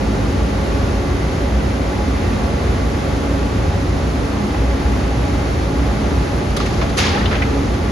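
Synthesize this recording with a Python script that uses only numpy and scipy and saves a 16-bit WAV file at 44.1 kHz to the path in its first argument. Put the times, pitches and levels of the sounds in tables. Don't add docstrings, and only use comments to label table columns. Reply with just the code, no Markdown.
import sys
import numpy as np
from scipy import signal
from scipy.fft import rfft, irfft, next_fast_len
from scipy.io import wavfile
from scipy.ndimage import map_coordinates

SR = 44100
rng = np.random.default_rng(int(sys.argv[2]) if len(sys.argv) > 2 else 0)


def transcribe(u):
    v = np.clip(np.atleast_2d(u).T, -1, 1)
    q = np.round(v * 32767).astype(np.int16)
    wavfile.write(sys.argv[1], SR, q)


N = 348831
TIME = np.arange(N) / SR


def amp(db):
    return 10 ** (np.asarray(db) / 20)


def unit(x):
    return x / np.sqrt(np.mean(x ** 2) + 1e-20)


def along(points, hz):
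    f, v = np.transpose(points)
    return np.interp(np.log(hz + 1), np.log(f + 1), v)


def automation(points):
    return np.interp(TIME, *np.transpose(points))


def bump(s, half_s):
    return np.exp(-((TIME - s) / half_s) ** 2)


def swells(rows):
    return sum(amp(db) * bump(s, half_s) for s, half_s, db in rows)


def wobble(rate, size=N):
    knots = rng.standard_normal(int(size * rate / SR) + 4)
    return map_coordinates(knots, [np.arange(size) * rate / SR])


def filtered(x, response):
    size = next_fast_len(N + SR // 2)
    return irfft(rfft(x, size) * response(np.fft.rfftfreq(size, 1 / SR)), size)[..., :N]


def bandpass(x, low_hz, high_hz):
    return signal.sosfilt(signal.butter(2, [low_hz, high_hz], "bandpass", fs=SR, output="sos"), x)


def noise(response):
    return unit(filtered(rng.standard_normal((2, N)), response))


def add(track, s, sound):
    room = track[:, round(s * SR):][:, :sound.shape[1]]
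    room += sound[:, :room.shape[1]]


# f/Hz, left-right correlation
CORRELATION = [(70, 1), (330, .83), (550, .36), (1100, .26), (1600, 0), (2100, .4), (2800, .28),
               (4200, .58), (5400, .32), (6600, .8), (7600, -1), (9200, -1), (10000, .5), (10600, 1)]

def stereo(pair):
    def shares(hz):
        turn = np.arccos(np.clip(along(CORRELATION, hz), -1, 1)) / 2
        return np.array([np.cos(turn), np.sin(turn)])
    mid, side = filtered(pair, shares)
    return np.array([mid + side, mid - side])


# t/s, f/Hz
DRONE_HZ = [(0, 59.3), (1.3, 60.3), (2.3, 59.5), (3.9, 60), (4.8, 59.6), (5.6, 61), (6.3, 61.3),
            (6.7, 59.5)]
# peak t/s, half length/s, added level/dB
DRONE_SWELLS = [(.33, .04, -22), (.43, .04, -20), (.56, .035, -22), (1.12, .035, -21), (1.55, .04, -19),
                (1.75, .04, -22), (2.11, .04, -24), (2.87, .035, -22), (3.92, .035, -19), (4.66, .08, -16),
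                (4.83, .12, -18), (5.12, .035, -23), (5.25, .035, -19), (5.39, .07, -23), (5.81, .04, -14),
                (6.2, .035, -21), (6.36, .035, -19)]

def drone(level_db=-24, second_db=-3, wander_hz=.8, throb_hz=6.86, first_throb_s=.11):
    phase = 2 * np.pi * np.cumsum(automation(DRONE_HZ) + wander_hz * wobble(7)) / SR
    beat = 2 * np.pi * throb_hz * (TIME - first_throb_s) + .6 * wobble(3)
    swell = swells(DRONE_SWELLS)
    first = np.sin(phase)
    second = amp(second_db) / (1 + swell / amp(level_db)) * np.sin(phase - beat)
    return amp(level_db) * unit(first + second) + swell * first


# f/Hz, relative level/dB
ROAR_EQ = [(20, -27), (40, -12), (55, -2), (68, -.5), (80, -2.5), (100, -4), (116, -4.5), (138, -8.5),
           (165, -8.5), (192, -11.5), (222, -11.5), (255, -8), (292, -9.5), (322, -13.5), (385, -10.5),
           (440, -14), (510, -15.5), (680, -17.5), (780, -18), (880, -20), (980, -22.5), (1160, -22),
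           (1300, -24.5), (1390, -22.5), (1480, -24.5), (2000, -27.5), (3000, -33), (5500, -37.5),
           (11500, -48.5)]
HISS_EQ = [(600, -20), (1400, -1), (2700, 0), (4500, -22)]
# peak t/s, half length/s, level/dB
HISS_SWELLS = [(1.2, .1, -43), (2.267, 0.11, -39.5), (4.563, 0.091, -42), (4.85, .12, -43), (5.2, .2, -42),
               (6.296, .15, -46)]

def air_roar():
    level_db = -19 + .38 * wobble(7.8) + .1 * wobble(.91)
    roar = amp(level_db) * noise(lambda hz: amp(along(ROAR_EQ, hz)))
    hiss = swells(HISS_SWELLS) * noise(lambda hz: amp(along(HISS_EQ, hz)))
    return roar + hiss


# f/Hz, half width/Hz, relative level/dB
BLADE_TONES = [(278.6, 5.5, -39), (557.5, 7, -38)]
# t/s, level/dB
TOP_BLADE_FADER = [(.15, -35), (1.0, -44), (2.1, -36), (2.7, -39.5), (3.4, -35), (4.05, -42), (4.4, -37),
                   (7.9, -37)]

def fan_blades(top_hz=837.5, top_width_hz=9):
    def fuzzy(centre, width):
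        return noise(lambda hz: 1 / (1 + ((hz - centre) / width) ** 2))
    lower = amp(1.5) * sum(amp(db) * fuzzy(centre, width) for centre, width, db in BLADE_TONES)
    return lower + amp(automation(TOP_BLADE_FADER)) * fuzzy(top_hz, top_width_hz)


# f/Hz, level/dB
HUM_TONES = [(83.4, -32), (88.8, -35), (156, -38), (176.5, -41), (204.8, -40), (235.5, -40), (298.8, -39),
             (354, -38), (418.6, -45), (467, -48), (472.4, -47), (599, -49), (1147, -45.5), (1164, -51),
             (1300, -50), (1844, -56), (1939, -56), (2064, -57), (2293, -57), (2523, -56), (2752, -58)]

def hum(lines=HUM_TONES, waver=.35, rate=2.5):
    out = np.zeros((2, N))
    knots = np.arange(0, N / SR + 1, 1 / rate)
    for hz, db in lines:
        carrier = np.exp(2j * np.pi * hz * TIME)
        for channel in out:
            start = np.exp(2j * np.pi * rng.random())
            drift = waver * (rng.standard_normal((len(knots), 2)) @ [1, 1j])
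            channel += amp(db) * unit((np.interp(TIME, knots, start + drift) * carrier).real)
    return out


# t/s, level/dB
PUMP = [(0.0, -26), (1.06, -31), (1.14, -45), (1.58, -25.5), (1.84, -34.5), (2.42, -26.5), (2.54, -30.5),
        (2.88, -30), (3.0, -41), (3.1, -32.5), (3.52, -30.5), (3.82, -40), (3.96, -32), (4.24, -35),
        (4.46, -20.5), (4.56, -44), (4.96, -28), (5.1, -42), (5.2, -35), (5.7, -40), (6.08, -23),
        (6.26, -50), (6.42, -36), (6.68, -30.5), (7.36, -28), (7.5, -37), (7.58, -32), (7.84, -33)]
FAN = [(0.0, -35.5), (1.06, -28), (1.54, -43), (1.72, -30.5), (2.74, -42), (3.12, -27.5), (3.66, -30.5),
       (4.66, -31.5), (4.92, -26), (5.1, -40), (5.34, -30), (5.52, -40), (5.72, -29), (6.3, -33.5),
       (6.52, -43), (6.7, -31), (7.12, -30), (7.34, -45), (7.48, -25.5), (7.84, -33.5)]
MOTOR = [(0.0, -34), (0.82, -41), (1.4, -36.5), (2.34, -36.5), (2.86, -44), (3.3, -37), (3.92, -57),
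         (6.36, -52), (7.84, -41)]
WHISTLE = [(0.0, -51), (0.76, -53), (1.28, -42), (1.62, -49), (1.92, -43), (2.46, -48), (2.64, -46),
           (3.34, -52), (3.86, -55), (4.26, -56), (4.46, -46), (6.38, -50), (6.48, -48)]
# f/Hz, wander/Hz, wander rate/Hz, fader
SWELLING_TONES = [(207.5, 2, 9, PUMP), (278.3, 4.5, 22, FAN), (530.3, .5, 3, MOTOR), (2050, 3, 12, WHISTLE)]

def swelling_tones():
    out = np.zeros((2, N))
    for hz, wander_hz, rate, fader in SWELLING_TONES:
        pitch = hz + wander_hz * np.array([wobble(rate), wobble(rate)])
        cycles = np.cumsum(pitch, axis=1) / SR + rng.random((2, 1))
        out += amp(automation(fader)) * unit(np.sin(2 * np.pi * cycles))
    return out


# middle f/Hz, level/dB, lines on either side
SERVO_COMBS = [(3200, -56, 2), (4200, -58.5, 5), (7600, -61.5, 3)]

def servo_whine(step_hz=600, fall_db=.15):
    lines = [(hz + k * step_hz, db - fall_db * abs(k))
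             for hz, db, count in SERVO_COMBS for k in range(-count, count + 1)]
    return hum(lines, waver=.25, rate=1.5)


# t/s, relative level/dB
RUMBLE_FADER = [(0, -25), (1.3, -25.5), (2.9, -25.5), (3.55, -23.5), (3.8, -21.5), (4.1, -24.5),
                (4.7, -25.5), (5.3, -23.5), (6.4, -25), (7.2, -23), (7.9, -26)]
# centre t/s, half length/s, gain/dB
BASS_DIPS = [(4.42, 0.15, -6), (6.44, .03, -10), (7.05, .08, -2)]

def idling_press(bass_top_hz=76, rumble_top_hz=150):
    bed = stereo(air_roar() + fan_blades() + hum() + swelling_tones() + servo_whine())
    bass = filtered(bed, lambda hz: 1 / (1 + (hz / bass_top_hz) ** 20))
    rumble = filtered(bed - bass, lambda hz: 1 / (1 + (hz / rumble_top_hz) ** 20))
    upper = bed - bass - rumble
    rumble_db = automation(RUMBLE_FADER)
    dip_db = sum(db * bump(s, half_s) for s, half_s, db in BASS_DIPS)
    return upper + amp(rumble_db - rumble_db.mean()) * rumble + amp(dip_db) * (bass + drone())


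# t/s, pre-filter level/dB, resonance f/Hz, t60/s
HOUSING_KNOCKS = [(1.604, -16, 900, .04), (2.33, -17, 1300, .04), (3.73, -2, 120, .7),
                  (4.546, -5, 720, .03)]

def housing_knocks():
    t, out = TIME[:SR // 2], np.zeros((2, N))
    for s, db, hz, t60 in HOUSING_KNOCKS:
        burst = amp(db - 60 * t / t60) * rng.standard_normal((2, len(t)))
        add(out, s, bandpass(burst, hz / 2, hz * 2))
    return stereo(out)


# f/Hz, relative level/dB
GRIT_EQ = [(1000, -20), (3000, -2), (4500, 0), (6800, -2), (10000, -23)]
# peak t/s, half length/s, level/dB
DRAGS = [(6.48, .06, -50), (6.76, 0.089, -40), (7.6, .2, -46)]

def sheet_scrapes(grain_db=2):
    hiss = noise(lambda hz: amp(along(GRIT_EQ, hz)))
    grit = unit(hiss * amp(grain_db * wobble(150)))
    return stereo(grit * swells(DRAGS))


# peak t/s, f/Hz, glide/(octaves a second), half length/s, level/dB
BENDS = [(6.44, 596, -1, 0.046, -33), (6.834, 676, .3, 0.047, -28), (7.156, 803, 0.57, 0.043, -27),
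         (7.54, 428.6, -1.66, 0.091, -26.5)]

def sheet_bends(rough_rad=.61):
    out = np.zeros((2, N))
    for s, hz, glide, half_s, db in BENDS:
        pitch = hz * 2 ** (glide * np.clip(TIME - s, -.2, .2))
        jitter = rough_rad * np.array([wobble(97), wobble(90)])
        phase = 2 * np.pi * (np.cumsum(pitch) / SR + rng.random((2, 1)))
        out += amp(db) * bump(s, half_s) * unit(np.sin(phase + jitter))
    return stereo(out)


# t/s, centre f/Hz, level/dB
EDGE_STRIKES = [(6.566, 1150, -18), (6.567, 3600, -20), (6.602, 1180, -15), (6.661, 2100, -22),
                (6.814, 1050, -15), (6.817, 2500, -21), (7.039, 2000, -15), (7.172, 1150, -16),
                (7.207, 1900, -18), (7.256, 3220, -16), (7.326, 1800, -16), (7.352, 2700, -19),
                (7.42, 2150, -10.5)]

def edge_clacks(band_ratio=1.17, attack_s=.003, t60=.055):
    t, out = TIME[:SR // 4], np.zeros((2, N))
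    for s, hz, db in EDGE_STRIKES:
        rattle = unit(bandpass(rng.standard_normal((2, len(t))), hz / band_ratio, hz * band_ratio))
        envelope = amp(db - 60 * t / t60) * (1 - np.exp(-t / attack_s))
        add(out, s, rattle * envelope)
    return stereo(out)


# f/Hz, t60/s
HALL_DECAY = [(300, 0.55), (2000, 1), (5000, 1), (10000, 0.15)]

def hall_tail(t):
    hz, when, spectrum = signal.stft(rng.standard_normal((2, len(t))), SR, nperseg=256)
    decay = amp(-60 * when / along(HALL_DECAY, hz)[:, None])
    tail = signal.istft(spectrum * decay, SR, nperseg=256)[1][:, :len(t)]
    return tail / np.linalg.norm(tail[0])


# f/Hz, relative level/dB, t60/s
SHEET_MODES = [(791, 0, .38), (1190, -1, .35), (1405, -3, .3), (1595, -3, .3), (2065, -5, .4),
               (2160, -5, .35), (3256, -5, .35), (3381, -6, .3), (3918, -5, .3), (4163, -5, .3),
               (5055, -6, .3), (6643, -9, .25)]

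def sheet_ring(t):
    ring = np.zeros((2, len(t)))
    for hz, db, t60 in SHEET_MODES:
        envelope = amp(db + rng.normal(0, 2.4) - 60 * t / t60)
        ring += envelope * np.sin(2 * np.pi * (hz * t + rng.random((2, 1))))
    return ring / np.linalg.norm(ring[0])


# f/Hz, gain/dB
STEEL_EQ = [(150, -22), (400, 7), (800, 0.5), (1300, 3.5), (2500, 1.2), (4500, 0.5), (7000, -2.5),
            (9000, -4.5), (11500, -5.5)]
# t/s, relative level/dB, low-pass f/Hz, chatter t60/s
SHEET_HITS = [(6.501, -28, 11000, .05), (6.564, -14.5, 11100, .04), (6.597, -23, 4500, .13),
              (6.657, -25, 9000, .06), (6.811, -20, 3000, .11), (6.892, -27, 9050, .058),
              (6.969, -17.5, 10500, 0.13), (6.981, -19, 5800, .45), (7.046, -22, 4600, .45),
              (7.13, -23, 2000, .65), (7.181, -29, 11000, .04), (7.252, -19, 2600, .07),
              (7.308, -19, 2400, .2), (7.345, -19.5, 2500, .11), (7.416, -14.5, 2300, .055),
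              (7.736, -26, 3000, .1)]

def sheet_clatter(grain_db=2, ring_db=-13, hall_db=-4, makeup_db=7.7):
    t, out = TIME[:SR], np.zeros((2, N))
    landing = 1 - np.exp(-t / .005)
    for s, db, cutoff_hz, t60 in SHEET_HITS:
        force = amp(db - 60 * t / t60) * landing
        chatter = force * unit(rng.standard_normal((2, SR)) * amp(grain_db * wobble(600, size=SR)))
        build_up = np.sqrt(np.cumsum(force ** 2))
        tails = build_up * (amp(ring_db) * sheet_ring(t) + amp(hall_db) * hall_tail(t))
        lowpass = signal.butter(2, cutoff_hz, fs=SR, output="sos")
        add(out, s, signal.sosfilt(lowpass, chatter + tails))
    return amp(makeup_db) * stereo(filtered(out, lambda hz: amp(along(STEEL_EQ, hz))))


def scene():
    mix = (idling_press() + sheet_clatter() + edge_clacks()
           + sheet_scrapes() + sheet_bends() + housing_knocks())
    lean = [(70, -0.5), (1000, -0.7), (2000, -1.0), (4500, 3.0), (6500, 0)]  # f/Hz, left minus right/dB
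    return filtered(mix, lambda hz: amp(np.outer([1, -1], along(lean, hz)) / 2))


def record(dry, top_hz=11750):
    return filtered(dry, lambda hz: hz < top_hz)


dry = scene()
out = record(dry)
transcribe(out)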